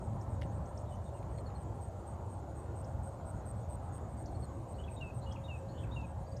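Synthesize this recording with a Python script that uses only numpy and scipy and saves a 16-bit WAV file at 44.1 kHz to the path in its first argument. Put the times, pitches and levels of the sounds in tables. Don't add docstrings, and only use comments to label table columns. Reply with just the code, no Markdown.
import sys
import numpy as np
from scipy import signal
from scipy.fft import rfft, irfft, next_fast_len
from scipy.io import wavfile
from scipy.ndimage import uniform_filter1d, map_coordinates

SR = 44100
rng = np.random.default_rng(int(sys.argv[2]) if len(sys.argv) > 2 else 0)


def wav_record(signal):
    frames = np.transpose(np.atleast_2d(signal))
    bounded = np.clip(frames, -1, 1)
    quanta = np.round(bounded * 32767).astype(np.int16)
    wavfile.write(sys.argv[1], SR, quanta)


N = 282240

# f/Hz, relative level/dB
RUMBLE_SPECTRUM = [(20, -43), (32, -23.5), (48, -10), (65, -1.5), (86, -0.5), (120, -2.5), (150, -10.5),
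                   (210, -15), (320, -24.5), (600, -53), (1500, -79)]
ROAR_SPECTRUM = [(100, -19), (250, -4), (350, 0.5), (440, -2.5), (560, 3), (700, 2), (950, -2.5),
                 (1200, -10), (1600, -18.5), (2200, -28), (3500, -50), (8000, -77)]
# t/s, level/dB
RUMBLE_LOUDNESS = [(0, -44.5), (.14, -35.5), (.24, -44.5), (.32, -37), (.53, -38), (.73, -43.5),
                   (.84, -42.5), (1.0, -40.5), (1.11, -45), (1.25, -42), (1.37, -40.5), (1.53, -43),
                   (1.74, -41), (2.05, -46), (2.2, -42), (2.56, -45), (2.74, -41.5), (2.85, -42.5),
                   (2.97, -38), (3.15, -46), (3.3, -42.5), (3.54, -41), (3.76, -41.5), (4.02, -43),
                   (4.26, -43), (4.42, -39.5), (4.58, -45), (4.8, -42.5), (5.09, -43.5), (5.24, -40.5),
                   (5.4, -42.5), (5.52, -42.5), (5.73, -44), (5.89, -38.3), (6.13, -42.5), (6.4, -42.5)]
# t/s, level/dB
LOW_ROAR_SWELLS = [(0, 2), (.9, 1.5), (1.25, 3), (1.95, -1), (2.5, 2.5), (3.7, 0), (4.15, 1.5), (4.4, 6),
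                   (5.1, -1), (5.85, -0.5), (6.4, -4.5)]
# t/s, level/dB
LOW_TONE_SWELLS = [(0, -60.5), (1.5, -70), (2.3, -72), (2.9, -58), (3.4, -66), (4.8, -75), (5.45, -54.5),
                   (5.8, -58), (6.05, -59), (6.4, -58)]
# t/s, f/Hz, level/dB
FAN_WHINE = [(0, 1298, -71.5), (2.4, 1389, -74.5), (3.35, 1432, -69.5), (3.8, 1480, -80.5),
             (6.4, 1658, -76)]

# t/s, length/s, first f/Hz, middle f/Hz, last f/Hz, quaver/share of pitch, level/dB
OPENING_NOTES = [(4.74, 0.032, 4060, 4380, 4500, .035, -75.5),
                 (4.785, 0.034, 2890, 2980, 2950, 0.019, -61.5),
                 (4.837, 0.013, 3190, 3300, 3180, .03, -62.5), (4.879, 0.014, 2650, 2560, 2310, .012, -60),
                 (4.964, 0.025, 3640, 3800, 3600, .018, -63),
                 (5.214, 0.035, 4000, 4200, 4370, 0.047, -69.5),
                 (5.263, 0.042, 2890, 2936, 2940, 0.022, -63),
                 (5.312, 0.016, 3450, 3260, 3220, .035, -60.5),
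                 (5.359, 0.014, 2800, 2550, 2200, .012, -59.5),
                 (5.438, 0.035, 3600, 3800, 3710, .018, -62.5),
                 (5.685, 0.0445, 4040, 4280, 4450, 0.027, -71.5),
                 (5.736, 0.085, 2940, 3020, 3080, .035, -69),
                 (5.777, 0.047, 3440, 3320, 3210, 0.041, -67.5),
                 (5.834, 0.018, 2750, 2500, 2150, .012, -63), (5.913, 0.042, 3600, 3754, 3660, 0.014, -62)]
# t/s, f/Hz, level/dB
CLOSING_SLURS = [
    [(5.003, 2920, -60), (5.013, 2830, -52), (5.039, 2654, -52.5), (5.075, 2610, -57), (5.091, 2580, -58),
     (5.097, 2540, -70), (5.105, 2550, -56), (5.114, 2490, -68)],
    [(5.482, 2870, -61), (5.492, 2850, -58), (5.503, 2790, -53), (5.519, 2635, -52.5), (5.545, 2630, -56),
     (5.563, 2540, -56), (5.573, 2480, -65), (5.58, 2500, -70)],
    [(5.959, 2900, -64), (5.968, 2785, -52.5), (5.987, 2670, -56), (6.012, 2653, -58), (6.026, 2608, -63),
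     (6.048, 2530, -59), (6.059, 2470, -65)],
]
# t/s, length/s, f/Hz, drop/share of pitch, level/dB
PIPING_NOTES = [(1.374, 0.025, 4270, 0.037, -70), (1.459, 0.024, 4300, .08, -65),
                (1.548, .026, 4270, .06, -68.5), (2.0, .016, 4600, .01, -84), (2.145, .016, 4620, .01, -83),
                (3.23, .016, 4560, .01, -83.5), (3.325, .016, 4560, .04, -81), (4.17, .018, 4630, .01, -79),
                (4.273, .021, 4290, .01, -72), (4.346, .021, 4300, .01, -68.5),
                (4.423, 0.03, 4300, 0.046, -66), (6.26, 0.025, 4640, .02, -75),
                (6.313, .022, 4650, .02, -70)]
# t/s, starting f/Hz, level/dB
ALARM_CHIPS = [(0.212, 5050, -70), (.658, 5650, -73), (0.7748, 4530, -66.5), (2.844, 4700, -69.5),
               (4.258, 4330, -66.5), (5.322, 4600, -65.5), (6.366, 4470, -66)]
# t/s, f/Hz, level/dB
FAR_BIRD_NOTES = [(0.86, 3590, -82.5), (0.907, 3010, -78), (0.925, 6250, -82), (1.047, 3640, -81.5),
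                  (1.134, 2780, -81.5)]

# t/s, length/s, f/Hz, level/dB
NEAR_CRICKET = [(.198, 0.051, 8300, -75), (.428, .04, 8350, -75), (.657, 0.054, 8420, -71.5),
                (0.889, 0.053, 8380, -69.5), (1.132, 0.066, 8370, -69), (1.359, .056, 8400, -68.5),
                (1.592, 0.046, 8400, -68), (1.802, 0.056, 8400, -64.5), (2.06, 0.059, 8420, -65),
                (2.292, 0.057, 8470, -65.5), (2.55, .064, 8300, -66), (2.755, 0.067, 8360, -64),
                (3.025, 0.07, 8370, -63), (3.253, .064, 8330, -62), (3.455, 0.062, 8410, -59),
                (3.69, 0.074, 8370, -60.5), (3.923, 0.065, 8440, -61.5), (4.168, 0.06, 8420, -63.5),
                (4.395, 0.062, 8430, -64), (4.681, 0.059, 8400, -65.5), (4.902, 0.061, 8340, -62.5),
                (5.139, 0.066, 8380, -64)]
# t/s, level/dB
SLOW_CRICKET = [(0, -71.5), (.282, -72), (.513, -71.5), (.749, -71), (1.021, -72), (1.292, -73),
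                (1.54, -71), (1.814, -72), (2.075, -73), (2.33, -74), (2.591, -74), (2.855, -74.5),
                (3.095, -75), (3.325, -75), (3.555, -73), (3.82, -74), (4.075, -72), (4.301, -72.5),
                (4.53, -75.5), (4.753, -72.5), (5.008, -76), (5.265, -74.5), (5.528, -72.5), (5.778, -72),
                (6.047, -72.5), (6.274, -74.5)]
# f/Hz, level of one insect/dB
FAR_CHOIRS = [(6800, -84), (7180, -84), (7800, -85)]
# f/Hz, relative level/dB
HISS_SPECTRUM = [(1200, -10.5), (2000, -4), (2900, -3.5), (4400, -5.5), (5000, -8.5), (6000, -6.5),
                 (6750, -4), (7600, -5.5), (8300, -5), (9100, -8.5), (10300, -15.5), (11500, -13.5),
                 (15200, -18)]
# t/s, level/dB, ring f/Hz
CAMERA_TICKS = [(0.414, -54, 4600), (0.4153, -50, 5800), (0.4157, -48, 1890), (0.4207, -36, 2015),
                (.4309, -51, 3600), (.4358, -47, 1870), (1.229, -54, 2410), (1.385, -51, 2290),
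                (1.504, -56, 2620), (3.981, -59, 3300), (5.012, -53, 3960), (6.016, -52, 3900)]

WAVER_PER_S, WAVER_SHARE, WAVER_DB = 66, 0.0087, 2


def exhaust():
    rumble_db, = curves(RUMBLE_LOUDNESS)
    low_db, = curves(LOW_ROAR_SWELLS)
    roar_db = -49.5 - 0.35 * np.arange(N) / SR
    flutter = amp(1.03 * wobble(21.986))
    rumble = amp(rumble_db) * steadied(flutter * rush(RUMBLE_SPECTRUM, patchy_db=0.2))
    roar = amp(roar_db + 0.46 * wobble(9)) * steadied(rush(ROAR_SPECTRUM, patchy_db=2.13))
    low_band = filtered(roar, lambda hz: np.exp(-((hz - 315) / 95) ** 2))
    return rumble + roar + (amp(low_db) - 1) * low_band


def turbines():
    low_db, = curves(LOW_TONE_SWELLS)
    high_db = -63.5 - np.arange(N) / SR
    whine_hz, whine_db = curves(FAN_WHINE)
    tones = amp(low_db) * far_tone(542, width_hz=19) + amp(high_db) * far_tone(802, width_hz=8)
    return tones + amp(whine_db) * far_tone(whine_hz, width_hz=55)


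def far_tone(hz, width_hz):
    phase = 2 * np.pi * np.cumsum(hz * np.ones(N)) / SR
    return unit(wobble(width_hz) * np.cos(phase) + wobble(width_hz) * np.sin(phase))


def songbird():
    notes, slurs = np.zeros((2, N))
    for s, *shape, db in OPENING_NOTES:
        add(notes, s, amp(db) * whistle(*shape, softness=0.17))
    for points in CLOSING_SLURS:
        add(slurs, points[0][0], slur(points))
    return outdoors(notes, t60=0.31, wet_db=-4.5) + outdoors(slurs, t60=0.43, wet_db=-14)


def whistle(length, first_hz, middle_hz, last_hz, quaver, softness):
    u = np.linspace(0, 1, max(int(length * SR), 64))
    arc = np.polyval(np.polyfit([0, 0.5, 1], [first_hz, middle_hz, last_hz], 2), u)
    flutter = smooth_noise(len(u), width=40)
    knot_position = u * length * WAVER_PER_S
    bend, effort = (map_coordinates(knots, [knot_position]) for knots in rng.standard_normal((2, 16)))
    phase = 2 * np.pi * np.cumsum(arc * (1 + quaver * flutter + WAVER_SHARE * bend)) / SR
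    envelope = np.abs(np.sin(np.pi * u)) ** softness * amp(WAVER_DB * effort)
    return unit(envelope * np.sin(phase))


def slur(points, quaver=0.008, edge_s=0.0033):
    s, hz, db = np.transpose(points)
    t = np.arange(s[0], s[-1], 1 / SR)
    pitch = np.interp(t, s, hz) * (1 + quaver * smooth_noise(len(t), width=40))
    phase = 2 * np.pi * np.cumsum(pitch) / SR
    edges = np.clip(np.minimum(t - t[0], t[-1] - t) / edge_s, 0, 1)
    tremble_db = WAVER_DB * wobble(WAVER_PER_S)[:len(t)]
    return edges * amp(np.interp(t, s, db)) * unit(amp(tremble_db) * np.sin(phase))


def small_birds(pipe_arch=0.0052, far_fall=0.048):
    pipes, chips, far = np.zeros((3, N))
    for s, length, hz, drop, db in PIPING_NOTES:
        pitches = hz * (1 + drop / 2), hz * (1 + pipe_arch), hz * (1 - drop / 2)
        add(pipes, s, amp(db) * whistle(length, *pitches, quaver=0.0069, softness=0.9))
    for s, hz, db in ALARM_CHIPS:
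        add(chips, s, amp(db) * chip(hz))
    for s, hz, db in FAR_BIRD_NOTES:
        pitches = hz * (1 + far_fall), hz, hz * (1 - far_fall)
        add(far, s, amp(db) * whistle(0.046, *pitches, quaver=0.048, softness=0.6))
    nearer = outdoors(pipes, t60=0.11, wet_db=-8.5) + outdoors(chips, t60=0.14, wet_db=-4.5)
    return nearer + outdoors(far, t60=0.11, wet_db=5.5)


def chip(start_hz, top_hz=7200, rise_s=0.0075, attack_s=0.00076, decay_s=0.0061):
    t = np.arange(SR // 40) / SR
    hz = top_hz + (start_hz - top_hz) * np.exp(-t / rise_s)
    rasp = 0.051 * smooth_noise(len(t), width=30)
    envelope = (1 - np.exp(-t / attack_s)) * np.exp(-t / decay_s)
    return unit(envelope * np.sin(2 * np.pi * np.cumsum(hz * (1 + rasp)) / SR))


def lone_crickets(near_strokes_per_s=125.5):
    track = np.zeros(N)
    for s, length, hz, db in NEAR_CRICKET:
        voice = chirp(hz, near_strokes_per_s, duty=0.68, droop=0.031, rasp=0.012,
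                      upper_db=-25, snag_db=-12, count=round(length * near_strokes_per_s))
        add(track, s, amp(db) * voice)
    for s, db in SLOW_CRICKET:
        voice = chirp(hz=8380, stroke_rate=104.3, duty=0.674, droop=0.0336, rasp=0.011, tiring=0.0187)
        add(track, s, amp(db) * voice)
    for s in np.arange(0.135, N / SR, 0.2635):
        voice = chirp(hz=8800, stroke_rate=125, duty=0.85, droop=0.012, rasp=0.01, count=6)
        add(track, s + rng.normal(0, 0.01), amp(rng.normal(-79.5, 1.5)) * voice)
    return outdoors(track, t60=0.064, wet_db=-21)


def chirp(hz, stroke_rate, duty, droop, rasp, tiring=0, upper_db=-60, snag_db=-60, count=8):
    position = np.arange(int(count * SR / stroke_rate)) * stroke_rate / SR
    stroke = position.astype(int)
    u = np.clip(position % 1 / duty, 0, 1)
    build_up = np.minimum((stroke + 1) / 2.81, 1)
    force = build_up * amp(rng.normal(0, 1.64, count))[stroke]
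    teeth = smooth_noise(len(u), width=24)
    weak_bend = 0.0306 * (np.minimum(force, 1) - 1)
    pitch = hz * (1 + droop * (0.5 - u) - tiring * position / count + weak_bend + rasp * teeth)
    phase = 2 * np.pi * np.cumsum(pitch) / SR
    wing = np.sin(phase) + amp(upper_db) * np.sin(1.47 * phase)
    since_snag = u - rng.uniform(0.2, 0.59, count)[stroke]
    snag_decay = (since_snag > 0) * np.exp(-9 * np.abs(since_snag))
    snag = snag_decay * rng.rayleigh(1, count)[stroke] * rng.standard_normal(len(u))
    return unit(force * np.abs(np.sin(np.pi * u)) ** 0.44 * (wing + amp(snag_db) * snag))


def far_insects():
    chorus = np.zeros(N)
    for hz, db in FAR_CHOIRS:
        for offset, pace in rng.random(size=(3, 2)):
            period_s = 0.26 * (1 + 0.3 * (pace - 0.5))
            for s in (offset + np.arange(28)) * period_s:
                pitch = hz * rng.normal(1, 0.016)
                voice = chirp(pitch, rng.uniform(100, 135), duty=0.836, droop=0.027, rasp=0.028)
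                add(chorus, s + rng.normal(0, 0.016), amp(db + rng.normal(0, 2.4)) * voice)
    hiss = amp(-73 + 0.19 * wobble(3.9)) * rush(HISS_SPECTRUM, patchy_db=1.5)
    return outdoors(chorus, t60=0.093, wet_db=-1.5) + hiss


def camera_ticks(ring_cycles=15.2):
    track, t = np.zeros(N), np.arange(SR // 40) / SR
    for s, db, hz in CAMERA_TICKS:
        phase = 2 * np.pi * hz * t
        modes = np.sin(phase) + amp(-6.5) * np.sin(1.44 * phase)
        ring = modes * amp(-60 * t * hz / ring_cycles)
        crack = 0.16 * smooth_noise(len(t), width=3) * amp(-60 * t / 0.0054)
        add(track, s, amp(db) * (ring + crack))
    return outdoors(track, t60=0.12, wet_db=-9)


def outdoors(x, t60, wet_db):
    t = np.arange(SR // 2) / SR
    tail = rng.standard_normal(len(t)) * amp(-60 * t / t60)
    return x + amp(wet_db) * signal.fftconvolve(x, tail / np.linalg.norm(tail))[:N]


def rush(spectrum, patchy_db):
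    bins = signal.stft(rng.standard_normal(N), nperseg=1024)[2]
    patches = uniform_filter1d(rng.standard_normal(bins.shape), size=5, axis=0)
    patches = uniform_filter1d(patches, size=14, axis=1)
    noise = signal.istft(bins * amp(patchy_db * unit(patches)), nperseg=1024)[1][:N]
    f, db = np.transpose(spectrum)
    return unit(filtered(noise, lambda hz: amp(np.interp(np.log(hz + 1), np.log(f), db))))


def steadied(x):
    return x / np.sqrt(np.abs(uniform_filter1d(x ** 2, size=SR // 5)) + 1e-12)


def smooth_noise(count, width):
    return unit(uniform_filter1d(rng.standard_normal(count), size=width))


def wobble(rate):
    return map_coordinates(rng.standard_normal(int(N * rate / SR) + 4), [np.arange(N) * rate / SR])


def curves(rows):
    s, *cols = np.transpose(rows)
    return [np.interp(np.arange(N) / SR, s, c) for c in cols]


def filtered(x, response):
    size = next_fast_len(N + SR // 2)
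    return irfft(rfft(x, size) * response(np.fft.rfftfreq(size, 1 / SR)), size)[:N]


def add(track, s, sound):
    start = int(np.clip(round(s * SR), 0, N))
    track[start:start + len(sound)] += sound[:N - start]


def amp(db):
    return 10 ** (np.asarray(db) / 20)


def unit(x):
    return x / np.sqrt(np.mean(x ** 2) + 1e-20)


def scene():
    jet = exhaust() + turbines()
    meadow = songbird() + small_birds() + lone_crickets() + far_insects()
    return (jet + meadow + camera_ticks())[None]


def record(dry):
    return np.array([filtered(channel, lambda hz: hz < 15250) for channel in dry])


dry = scene()
out = record(dry)
wav_record(out)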